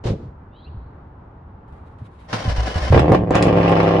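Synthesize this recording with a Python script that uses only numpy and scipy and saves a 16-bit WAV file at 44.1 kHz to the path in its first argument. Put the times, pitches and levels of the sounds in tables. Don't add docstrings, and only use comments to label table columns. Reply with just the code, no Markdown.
import sys
import numpy as np
from scipy import signal
from scipy.fft import rfft, irfft
from scipy.io import wavfile
from scipy.ndimage import uniform_filter1d, map_coordinates

SR = 44100
rng = np.random.default_rng(int(sys.argv[2]) if len(sys.argv) > 2 else 0)


def log_audio(samples):
    frames = np.atleast_2d(samples).T
    limited = np.clip(frames, -1, 1)
    pcm = np.round(limited * 32767).astype(np.int16)
    wavfile.write(sys.argv[1], SR, pcm)


N = 176400


def amp(db):
    return 10 ** (np.asarray(db) / 20)


def clock():
    return np.arange(N) / SR


def curve(table, column=1):
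    rows = np.array(table)
    return np.interp(clock(), rows[:, 0], rows[:, column])


def unit_rms(x):
    return x / np.sqrt(np.mean(x ** 2))


def conv(x, response):
    return signal.fftconvolve(x, response)[:N]


def colour(x, points, size=8192):
    hz, db = np.array(points, float).T
    f = np.maximum(np.fft.rfftfreq(size, 1 / SR), 1)
    bass_cut = np.minimum(f / hz.min(), 1) ** 2
    gain = amp(np.interp(np.log(f), np.log(np.sort(hz)), db)) * bass_cut
    cepstrum = irfft(np.log(gain))
    cepstrum[1:size // 2] *= 2
    cepstrum[size // 2 + 1:] = 0
    return conv(x, irfft(np.exp(rfft(cepstrum))))


def noise():
    return rng.standard_normal(N)


def wander(rate_hz):
    hold = int(SR / rate_hz)
    steps = np.repeat(rng.standard_normal(N // hold + 1), hold)
    return unit_rms(uniform_filter1d(uniform_filter1d(steps, hold), hold)[:N])


def clicks(times_s, sizes, half_width=8):
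    out = np.zeros(N)
    for at, size in zip(np.asarray(times_s) * SR, sizes):
        i = int(at) + np.arange(-half_width, half_width + 1)
        if i[0] >= 0 and i[-1] < N:
            out[i] += size * np.sinc(i - at) * np.hanning(len(i))
    return out


def fade(decay_s):
    return np.exp(-clock()[:SR // 2] / decay_s)


def stereo(mid, side):
    return np.array([mid + side, mid - side])


def echoes(x, decay_s):
    tails = [fade(decay_s) * rng.standard_normal(SR // 2) for _ in range(2)]
    return np.array([conv(x, tail / np.linalg.norm(tail)) for tail in tails])


def low_rings(table, rise_s=0.002, overtone_ratio=1.8, overtone_db=-12.5):
    out = np.zeros(N)
    for start_s, db, hz, decay_s in table:
        age_s = np.maximum(clock() - start_s, 0)
        phase = 2 * np.pi * hz * age_s
        ring = np.sin(phase) + amp(overtone_db) * np.sin(overtone_ratio * phase)
        out += amp(db) * ring * (1 - np.exp(-age_s / rise_s)) * np.exp(-age_s / decay_s)
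    return out


# f/Hz, gain/dB
DIFFUSE_SIDE = [(60, -50.5), (350, -12), (620, -2), (10000, 0)]


def diffuse(points):
    mid = colour(noise(), points)
    side = colour(colour(noise(), points), DIFFUSE_SIDE)
    return stereo(mid, side) / mid.std()


REFLECTION_DELAYS_MS = [8.1, 2.6, 6]
# f/Hz, gain/dB
REFLECTION_EQ = [(60, -25), (200, -19), (620, -7.5), (1100, -7), (10000, -1.5)]
YARD_EQ = [(100, -22), (400, -6.5), (700, 2.5), (1300, -5), (3000, 2), (10000, -3)]


def outdoors(x, yard_decay_s=0.022):
    t = clock()
    taps = [(-1) ** k * np.interp(t - ms / 1000, t, x, left=0)
            for k, ms in enumerate(REFLECTION_DELAYS_MS)]
    side = colour(sum(taps), REFLECTION_EQ) / np.sqrt(len(taps))
    return stereo(x, side) + echoes(colour(x, YARD_EQ), yard_decay_s)


# f/Hz, gain/dB
AIR_EQ = [(28, -9.5), (81, 0.5), (169, -9.5), (400, -17.5), (651, -22.5), (840, -18.5), (1330, -26.5),
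          (2580, -47), (11000, -84)]
# t/s, level/dB, f/Hz, decay/s
BUMP_RINGS = [(.67, -29, 78.4, 0.061), (.745, -22.5, 104, 0.017), (.77, -27.5, 59.7, 0.048),
              (.862, -27, 84, 0.019), (1.725, -29, 70, 0.024), (2.017, -20, 110, 0.013)]


def background(air_db=-42):
    return diffuse(AIR_EQ) * amp(air_db + wander(15.1)) + low_rings(BUMP_RINGS)


# t/s, length/s, start f/Hz, end f/Hz, level/dB
BIRD_NOTES = [(0.498, 0.14, 2500, 3330, -59.5), (0.506, 0.13, 3400, 4100, -60),
              (0.613, 0.055, 3250, 4210, -53), (0.647, 0.046, 2350, 2890, -54)]


def bird(rasp_depth=.018, husk_db=-8, trees_db=-6, trees_decay_s=.13):
    notes = np.zeros(N)
    for start_s, length_s, from_hz, to_hz, db in BIRD_NOTES:
        progress = np.clip((clock() - start_s) / length_s, 0, 1)
        glide_hz = from_hz + (to_hz - from_hz) * np.sin(np.pi * progress / 2)
        hz = glide_hz * (1 + rasp_depth * wander(700))
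        swell = np.sin(np.pi * progress ** 1.5)
        notes += amp(db) * swell * np.sin(2 * np.pi * np.cumsum(hz) / SR)
    blurred = notes * wander(1400)
    return notes + amp(husk_db) * blurred + amp(trees_db) * echoes(blurred, trees_decay_s)


# t/s, thump level/dB, rush level/dB
RUSH_LEVELS = [(.032, -80, -80), (.04, -63, -33), (.058, -16, -30.5), (.072, -27.5, -25),
               (.11, -13.5, -32.5), (.15, -21.5, -47), (.175, -31.5, -51.5), (.25, -33, -55.5),
               (.5, -67, -100)]
# f/Hz, gain/dB
THUMP_EQ = [(25, -13), (70, -2), (130, 1), (200, -10.5), (480, -18.5), (800, -35.5), (2000, -83.5)]
RUSH_EQ = [(100, -1.5), (450, 11), (800, -2), (1500, -11), (4000, -14.5), (6500, -23.5), (11000, -41)]


def rush():
    thump = diffuse(THUMP_EQ) * amp(curve(RUSH_LEVELS, 1))
    return thump + diffuse(RUSH_EQ) * amp(curve(RUSH_LEVELS, 2))


# t/s, level/dB
PUMP_LEVEL = [(1.64, -120), (1.67, -76), (1.8, -73), (2.1, -68.5), (2.27, -62), (2.35, -120)]
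PUMP_TICKS = [(1.68, -66), (1.724, -64), (1.985, -61)]
# f/Hz, gain/dB
PUMP_EQ = [(1000, 10), (2000, 7.5), (4000, -1), (5500, -10.5), (10000, -13)]


def pump(whirr_hz=3820, whirr_db=-15, flutter_db=3.5, tick_decay_s=0.026):
    times_s, db = np.array(PUMP_TICKS).T
    tick_envelope = conv(clicks(times_s, amp(db)), fade(tick_decay_s))
    whirr = amp(whirr_db) * wander(210) * np.sin(2 * np.pi * whirr_hz * clock())
    running = (diffuse(PUMP_EQ) + whirr) * amp(curve(PUMP_LEVEL) + flutter_db * wander(53))
    return running + diffuse(PUMP_EQ) * tick_envelope


# t/s, level/dB
STARTER_LEVEL = [(2.24, -120), (2.275, -31), (2.293, -8.5), (2.324, -6.5), (2.335, 1), (2.55, -4),
                 (2.89, 0), (2.97, -0.5), (3.1, -63)]
COMPRESSION_TIMES_S = [2.499, 2.597, 2.684, 2.771, 2.854]
# f/Hz, gain/dB
STARTER_EQ = [(150, 5), (400, 1), (850, -1.5), (1400, -4.5), (2400, -11.5), (4000, -13.5), (5500, -13.5),
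              (7500, -29.5), (10500, -35.5)]
# f/Hz, bandwidth/Hz, level/dB
WHINE_BANDS = [(569, 97, -6), (766, 30, -12), (1017, 27, -10.5), (1740, 33, -12), (2135, 27, -13.5),
               (3047, 64, -16.5)]


def starter():
    starter_db, rattle_db, grit_db = -34, 1.24, 2.5
    mesh_hz, teeth_db, tooth_spread_db = 507.7, -5.5, 3
    speed_sag, speed_waver = 0.07, .015
    strain_width_s, gear_strain_db, grind_strain_db = 0.017, 6, 3
    clack_s, clack_db, clack_decay_s = 2.329, -22, 0.03
    t = clock()
    strain = sum(np.exp(-.5 * ((t - at) / strain_width_s) ** 2) for at in COMPRESSION_TIMES_S)
    travel = np.cumsum(1 - speed_sag * (strain - .5) + speed_waver * wander(25))
    tooth_count = travel * mesh_hz / SR
    times_s = np.interp(np.arange(int(tooth_count[-1])), tooth_count, t)
    impacts = clicks(times_s, amp(tooth_spread_db * noise()[:len(times_s)]))
    teeth = unit_rms(colour(impacts, STARTER_EQ))
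    whines = sum(amp(db) * unit_rms(signal.lfilter(*signal.iirpeak(hz, hz / width_hz, fs=SR), noise()))
                 for hz, width_hz, db in WHINE_BANDS)
    whines = map_coordinates(whines, [travel], mode="mirror")
    gears = outdoors(amp(teeth_db) * teeth + whines) * amp(gear_strain_db * strain)
    grind = diffuse(STARTER_EQ) * amp(grind_strain_db * strain + grit_db * wander(500))
    clack = (t > clack_s) * np.exp(-np.abs(t - clack_s) / clack_decay_s) * diffuse(STARTER_EQ)
    envelope = amp(starter_db + curve(STARTER_LEVEL) + rattle_db * wander(90))
    return (gears + grind) * envelope + amp(clack_db) * clack


# t/s, level/dB, f/Hz, decay/s
PUFF_RINGS = [(2.335, -20.5, 108.3, 0.04), (2.455, -14, 116, 0.016), (2.478, -5.5, 83, 0.014),
              (2.505, -15, 57.2, 0.075), (2.582, -8.5, 58.6, 0.052), (2.757, -9, 83, 0.021),
              (2.82, -15, 65.4, 0.065), (2.904, -2.5, 90.2, 0.046), (2.93, -5.5, 129.2, .05),
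              (2.955, -9, 71.7, 0.058), (3.105, -4, 113.3, 0.028)]


def puffs():
    return outdoors(low_rings(PUFF_RINGS))


def pipe_smear(x, centre_hz=390, q=1.37):
    _, poles = signal.iirpeak(centre_hz, q, fs=SR)
    return signal.lfilter(poles[::-1], poles, x)


# f/Hz, gain/dB
PIPE_EQ = [(25, -19), (45, -2.5), (65, -2.5), (105, -3.5), (135, -1), (172, 4.5), (205, -9), (248, -5),
           (305, 3), (345, -6.5), (380, 0.5), (430, -5.5), (500, 3.5), (560, -7), (760, -9.5), (830, -15.5),
           (1050, -12), (1270, -30), (2000, -30), (3000, -48.5), (5000, -71), (11000, -73)]


def pipe_ring(pulses, pitch_ratio=1):
    return colour(pulses, np.array(PIPE_EQ) * [pitch_ratio, 1])


# t/s, blow level/dB, crack level/dB
HARD_FIRINGS = [(2.924, 3.5, -6.5), (2.946, 2, -22), (2.964, 8.5, -29), (2.995, -2, -1), (3.099, 2.5, -18),
                (3.12, 5.5, -1), (3.149, 2.5, -9.5), (3.218, -8, -43), (3.307, 2.5, -7.5), (3.353, 1.5, 4),
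                (3.425, -9.5, 9.5), (3.47, 3.5, -8.5), (3.526, -2, -20), (3.601, -3, -17),
                (3.694, -9.5, -9), (3.717, -4.5, -12), (3.83, -7, -14)]
# f/Hz, gain/dB
CRACK_EQ = [(400, -1), (1000, 1), (2800, -8.5), (4000, -13.5), (7000, -15.5), (11000, -27)]


def bangs(blow_gain_db=29.5, crack_gain_db=-9, crack_decay_s=0.0023, pitch_spread=0.12):
    times_s, blow_db, crack_db = np.array(HARD_FIRINGS).T
    ratios = np.exp(pitch_spread * rng.standard_normal(len(times_s)))
    blows = sum(pipe_ring(clicks([at], [amp(db)]), ratio)
                for at, db, ratio in zip(times_s, blow_db, ratios))
    crack_envelope = conv(clicks(times_s, amp(crack_db)), fade(crack_decay_s))
    cracks = colour(noise() * crack_envelope, CRACK_EQ)
    return outdoors(pipe_smear(amp(blow_gain_db) * blows + amp(crack_gain_db) * cracks))


# t/s, four-stroke cycle rate/Hz
CYCLE_RATE = [(2.9, 6.2), (3.0, 9.0), (3.1, 10.8), (3.17, 14.3), (3.28, 13.4), (3.35, 14.0), (3.42, 13.85),
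              (3.55, 13.41), (3.68, 13.12), (3.85, 12.97), (4.0, 12.94)]
# level/dB, lag/ms
FIRING_ORDER = [(-.3, .1), (-3, .8), (-6, -1.0), (-1.7, .6), (-2.4, 1.1), (.8, -.4), (-.8, .7), (-9, .8)]
# t/s, boom level/dB, bark level/dB, gas level/dB, firing spread/dB
COMBUSTION = [(2.9, -25, -28, -15, 13), (2.93, -9, 4, 0.5, -2), (2.99, 15, 5, 6.5, 8.5),
              (3.04, -1, -0.5, -14, 1.5), (3.09, 4.5, 2.5, -9.5, 1.5), (3.15, 6, 4.5, 3.5, 2),
              (3.19, 3, -9.5, -24.5, 2), (3.295, -1, -9, -28, 2), (3.315, 2, 2.5, -4, 4.5),
              (3.338, 0, -6.5, -4, 0.5), (3.365, 4.5, 0, -2.5, 1.5), (3.5, 4, 1, -5.5, 1.7),
              (3.65, 3, 1, -4, 1.4), (4.0, 1, 1, -5, 0.4)]
# f/Hz, gain/dB
GAS_EQ = [(300, -22), (700, 12.5), (1100, 9.5), (1500, 1), (2800, -2.5), (4000, -17.5), (5500, -19),
          (7500, -38.5), (10500, -37.5)]


def engine():
    pipe_gain_db, crossover_hz = 29, 212
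    cylinder_one_s, waver_ms, waver_hz, jitter_ms_per_db = 3.8305, .11, 22, .14
    gas_gain_db, gas_decay_s, gas_spread_db, gust_db, gas_side_db = -14, 0.0061, 3, 1.5, -3
    t = clock()
    boom_db, bark_db, gas_db, spread_db = (curve(COMBUSTION, column) for column in (1, 2, 3, 4))
    cycles = np.cumsum(curve(CYCLE_RATE)) / SR
    firing_count = (cycles - np.interp(cylinder_one_s, t, cycles)) * len(FIRING_ORDER)
    count_at_catch = int(np.interp(COMBUSTION[0][0], t, firing_count))
    firings = np.arange(int(firing_count[-1]), count_at_catch, -1)
    due_s = np.interp(firings, firing_count, t)
    cylinder_db, lag_ms = np.array(FIRING_ORDER)[firings % len(FIRING_ORDER)].T
    time_draw, level_draw, gas_draw = rng.standard_normal((len(firings), 3)).T
    uneven_db = np.interp(due_s, t, spread_db)
    drift_ms = waver_ms * np.interp(due_s, t, wander(waver_hz))
    times_s = due_s + (lag_ms + drift_ms + jitter_ms_per_db * uneven_db * time_draw) / 1000

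    pulses = clicks(times_s, amp(cylinder_db + uneven_db * level_draw))
    pipes = amp(pipe_gain_db) * pipe_ring(pulses)
    boom = signal.sosfiltfilt(signal.butter(4, crossover_hz, fs=SR, output="sos"), pipes)
    bark = pipes - boom
    gas_pulses = clicks(times_s, amp(cylinder_db + gas_spread_db * gas_draw))
    flow = conv(gas_pulses, fade(gas_decay_s)) * amp(gas_gain_db + gas_db + gust_db * wander(30))
    gas_mid, gas_side = (colour(noise() * flow, GAS_EQ) for _ in range(2))
    direct = boom * amp(boom_db) + bark * amp(bark_db) + gas_mid
    return outdoors(pipe_smear(direct)) + stereo(0, amp(gas_side_db) * gas_side)


def scene():
    return engine() + bangs() + puffs() + starter() + pump() + rush() + bird() + background()


def record(dry, ceiling=1.1, cutoff_hz=11300):
    lowpass = signal.ellip(10, .2, 80, cutoff_hz, fs=SR, output="sos")
    return signal.sosfilt(lowpass, ceiling * np.tanh(dry / ceiling))


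dry = scene()
out = record(dry)
log_audio(out)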